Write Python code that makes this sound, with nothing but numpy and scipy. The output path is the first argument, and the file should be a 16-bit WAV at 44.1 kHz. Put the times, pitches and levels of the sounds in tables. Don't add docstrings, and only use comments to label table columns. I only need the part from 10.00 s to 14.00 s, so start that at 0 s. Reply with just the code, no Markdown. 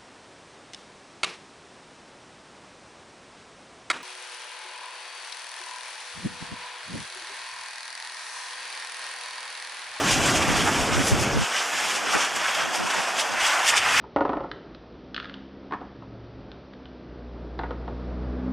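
import sys
import numpy as np
from scipy import signal
from scipy.fft import rfft, irfft
from scipy.io import wavfile

SR = 44100
rng = np.random.default_rng(int(sys.argv[2]) if len(sys.argv) > 2 else 0)


def transcribe(signal):
    frames = np.atleast_2d(signal).T
    limited = np.clip(frames, -1, 1)
    pcm = np.round(limited * 32767).astype(np.int16)
    wavfile.write(sys.argv[1], SR, pcm)


N = 4 * SR


def amp(db):
    return 10 ** (np.asarray(db) / 20)


def unit(x):
    return x / np.sqrt(np.mean(x ** 2) + 1e-20)


def spectrum(points, hz):
    f, db = np.transpose(points)
    return amp(np.interp(np.log(hz + 1), np.log(f + 1), db))


def coloured(x, points):
    return irfft(rfft(x) * spectrum(points, np.fft.rfftfreq(N, 1 / SR)), N)


def hump(hz, centre_hz, fall_db):
    return amp(-fall_db * np.log2((hz + 1) / centre_hz) ** 2)


def smooth(x, width, axis):
    n = x.shape[axis]
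    kernel = np.exp(-(2 * np.fft.rfftfreq(n) * width) ** 2)
    blurred = irfft(rfft(np.moveaxis(x, axis, -1)) * kernel, n)
    return unit(np.moveaxis(blurred, -1, axis))


def random_field(hz, t, width_hz, width_s):
    drift = smooth(rng.standard_normal((len(hz), len(t))), width_s / t[1], axis=1)
    return smooth(drift, width_hz / hz[1], axis=0)


# f/Hz, level/dB
BREEZE_SPECTRUM = [(15, -16), (35, -12), (90, -10), (200, 6), (400, -4), (900, -14), (3000, -45)]


def breeze(level_db=-61.5):
    return amp(level_db) * unit(coloured(rng.standard_normal((2, N)), BREEZE_SPECTRUM))


# peak t/s, length/s, relative level/dB, centre f/Hz
EDDIES = [(0.164, 0.097, -37, 60), (0.255, 0.08, -45, 120), (0.381, 0.069, -38, 78), (0.504, 0.03, -30, 94),
          (0.598, 0.12, -36, 84), (0.807, 0.055, -37, 67), (0.961, 0.082, -31, 95),
          (0.999, 0.022, -26, 114), (1.132, 0.021, -20, 90.5), (1.211, 0.055, -34, 103),
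          (1.374, 0.038, -25, 100), (1.424, 0.02, -28, 108), (1.749, 0.032, -46, 150),
          (1.855, 0.079, -46.5, 162), (1.972, 0.014, -40, 320), (2.082, 0.096, -43, 240),
          (2.158, 0.016, -28, 252), (2.221, 0.1, -46, 180), (2.386, 0.089, -46, 170),
          (2.5, 0.031, -51, 180), (2.603, 0.074, -43, 200), (2.667, 0.078, -43, 192),
          (2.824, 0.068, -35.5, 217), (2.987, 0.036, -38, 220), (3.18, 0.098, -49, 180),
          (3.325, 0.052, -41, 212), (3.424, 0.084, -50, 46), (3.933, 0.099, -52, 63)]


def wind_buffets(gain_db=4.5, common_db=-17.5, size=16384):
    t = (np.arange(size) - size // 2) / SR
    hz = np.fft.rfftfreq(size, 1 / SR)
    out = np.zeros((2, N + 2 * size))
    for peak_s, length_s, db, centre_hz in EDDIES:
        noise = irfft(rfft(rng.standard_normal((2, size))) * hump(hz, centre_hz, fall_db=5.5), size)
        bell = .5 ** (2 * (t / length_s) ** 2)
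        rms = amp(gain_db + db) * np.sqrt(np.mean(bell ** 2))
        opposite, common = [rms * unit(n * bell) for n in noise]
        start = round(peak_s * SR) + size // 2
        out[:, start:start + size] += np.array([opposite, -opposite]) + amp(common_db) * common
    return out[:, size:size + N]


# t/s, level/dB
RUMBLE_ENVELOPE = [(0, -28), (.6, -27.5), (1.0, -28.5), (1.375, -27.5), (1.405, -50), (1.44, -40),
                   (1.46, -67), (1.6, -79), (1.72, -64), (1.77, -82), (3.3, -78), (3.38, -56), (3.54, -67),
                   (3.7, -51), (3.93, -42), (4, -41)]
# f/Hz, level/dB
RUMBLE_SPECTRUM = [(15, -26), (30, -8), (55, -6.5), (85, -0.5), (110, -1), (138, 1), (190, -1), (230, -1.5),
                   (262, 2), (310, 0), (450, -4), (620, -4), (900, -17), (1600, -35), (4000, -70)]


def rumble():
    level_db = np.interp(np.arange(N) / SR, *np.transpose(RUMBLE_ENVELOPE))
    return unit(coloured(rng.standard_normal(N), RUMBLE_SPECTRUM)) * amp(level_db)


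def spatter(pops_per_s=2200, pop_share=0.23, spread_db=2):
    sizes = amp(spread_db * np.minimum(rng.exponential(1, N), 4)) * rng.choice([-1, 1], N)
    pops = sizes * (rng.random(N) < pops_per_s / SR)
    return np.sqrt(pop_share) * unit(pops) + np.sqrt(1 - pop_share) * rng.standard_normal(N)


def mottled(x, depth_db=1.14):
    hz, t, bands = signal.stft(x, SR, nperseg=2048)
    gain = amp(depth_db * random_field(hz, t, width_hz=70, width_s=0.14))
    return signal.istft(bands * gain, SR, nperseg=2048)[1][:N]


# f/Hz, level/dB
VENT_SPECTRUM = [(30, -64), (70, -46), (130, -30.5), (250, -16.5), (400, -13), (560, -7.5), (740, -2),
                 (1000, -2.5), (1550, -.5), (2000, -4.5), (2600, -5.5), (3350, -8), (3800, -14),
                 (4150, -16), (4700, -12), (5450, -10.5), (6400, -12), (7600, -13.5), (10000, -20),
                 (12200, -28), (14500, -37.5)]
# f/Hz, level/dB
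VENT_SIDE = [(100, 0), (400, -17.5), (800, -17), (1400, -30), (2200, -22.5), (3100, -51.5), (4300, -15),
             (6000, -19), (8500, -13), (11000, -10), (14000, -28)]


def vent_noise():
    mid, side = [unit(coloured(mottled(spatter()), VENT_SPECTRUM)) for _ in range(2)]
    side = coloured(side, VENT_SIDE)
    return [mid + side, mid - side]


# t/s, relative level/dB, tilt above pivot/(dB/octave)
ROAR_ENVELOPE = [(0.0, -0.4, 0.6), (0.2, 0.3, 0.04), (0.7, -0.8, 1.2), (0.9, -1, 0), (1.35, 0.1, -0.84),
                 (1.68, -3.5, 0.64), (1.85, 0, 0.3), (2.02, -0.6, -0.7), (2.2, 0.5, -1.2), (2.32, -2, -0.6),
                 (2.5, -1.4, 0.8), (2.7, -1.5, -0.9), (2.95, 0, -0.3), (3.25, -1.3, -0.6), (3.37, -3, -0.5),
                 (3.52, -2, 1), (3.82, -3.5, 0.5), (4.0, -1.5, 2.7)]
# f/Hz, level/dB
ROAR_SPECTRUM = [(200, 2.5), (750, 1), (1250, -2.8), (1800, -3.1), (2800, -1.5), (4400, -3), (6600, -2.5),
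                 (10000, -3.5)]


def gas_roar(hz, t, gain_db=-0.27, pivot_hz=1000):
    times, level_db, tilt = np.transpose(ROAR_ENVELOPE)
    octaves = np.log2(np.maximum(hz / pivot_hz, 1))[:, None]
    gain = amp(gain_db + np.interp(t, times, level_db) + octaves * np.interp(t, times, tilt))
    return (gain * spectrum(ROAR_SPECTRUM, hz)[:, None]) ** 2


# peak t/s, length/s, relative level/dB, centre f/Hz
SLUG_BURSTS = [(0.063, 0.034, -2.0, 1570), (0.09, 0.018, 2.3, 2380), (0.127, 0.056, 7, 6400),
               (0.28, 0.076, 4, 7300), (0.288, 0.044, 2, 1680), (0.365, 0.027, 4.5, 5970),
               (0.428, 0.018, 0, 4470), (0.55, 0.15, -1.0, 2570), (0.571, 0.02, 3.4, 4630),
               (0.605, 0.022, -1, 4990), (0.68, 0.023, 3, 720), (0.766, 0.043, -0.7, 2760),
               (0.828, 0.049, -1, 6350), (0.941, 0.021, 1, 3420), (1.002, 0.073, -0.5, 4800),
               (1.083, 0.038, 7, 10200), (1.218, 0.039, 1.4, 8000), (1.443, 0.04, -2, 4450),
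               (1.586, 0.081, 0.2, 3660), (1.787, 0.1, -3.5, 5040), (1.908, 0.044, 1.2, 5030),
               (1.962, 0.03, 0.8, 5500), (2.084, 0.044, -2.5, 2700), (2.136, 0.031, 3, 5860),
               (2.143, 0.023, 5, 980), (2.166, 0.028, 7, 335), (2.213, 0.061, 4, 3960),
               (2.255, 0.016, -2, 5450), (2.365, 0.017, 0.2, 10650), (2.461, 0.1, 0.0, 1870),
               (2.553, 0.012, 1, 3420), (2.607, 0.038, 1.2, 1960), (2.758, 0.029, 1.5, 5900),
               (2.91, 0.011, 2.5, 4060), (2.975, 0.12, -3.5, 2560), (3.202, 0.026, 5.5, 5060),
               (3.324, 0.021, -8, 4520), (3.414, 0.024, 1.5, 4330), (3.463, 0.038, 4, 5600),
               (3.506, 0.018, 1, 3220), (3.564, 0.25, 1.5, 1540), (3.69, 0.026, 12, 6600),
               (3.739, 0.019, 7, 1510), (3.776, 0.02, 9.5, 5300), (3.878, 0.08, 3.2, 1940),
               (3.987, 0.057, 8, 2200)]


def gas_jets(hz, t, gain_db=0.21):
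    power = np.zeros((len(hz), len(t)))
    for peak_s, length_s, db, centre_hz in SLUG_BURSTS:
        band = amp(gain_db + db) * hump(hz, centre_hz, fall_db=2.5)
        swell = (1 + ((t - peak_s) / length_s) ** 2) ** -3
        power += np.outer(band ** 2, swell)
    return power


# f/Hz, level/dB
LEFT_BALANCE = [(200, -3), (650, -2), (1400, -0.28), (5000, 0), (9000, -0.96), (13000, -0.2)]


def fissure(gain_db=-24, patch_db=1.16, flutter_db=0.44):
    hz, t, bands = signal.stft(vent_noise(), SR, nperseg=256, noverlap=192)
    power = gas_roar(hz, t) + gas_jets(hz, t)
    patches = random_field(hz, t, width_hz=640, width_s=0.014)
    flutter = smooth(rng.standard_normal(len(t)), 0.015 / t[1], axis=0)
    gain = np.sqrt(power) * amp(gain_db + patch_db * patches + flutter_db * flutter)
    left, right = signal.istft(bands * gain, SR, nperseg=256, noverlap=192)[1][:, :N]
    return np.array([coloured(left, LEFT_BALANCE), right])


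def scene():
    return fissure() + rumble() + wind_buffets() + breeze()


def record(dry, cutoff_hz=14550):
    lowpass = signal.firwin(511, cutoff_hz, window=("kaiser", 9), fs=SR)
    return signal.oaconvolve(dry, lowpass[None], "same")


dry = scene()
out = record(dry)
transcribe(out)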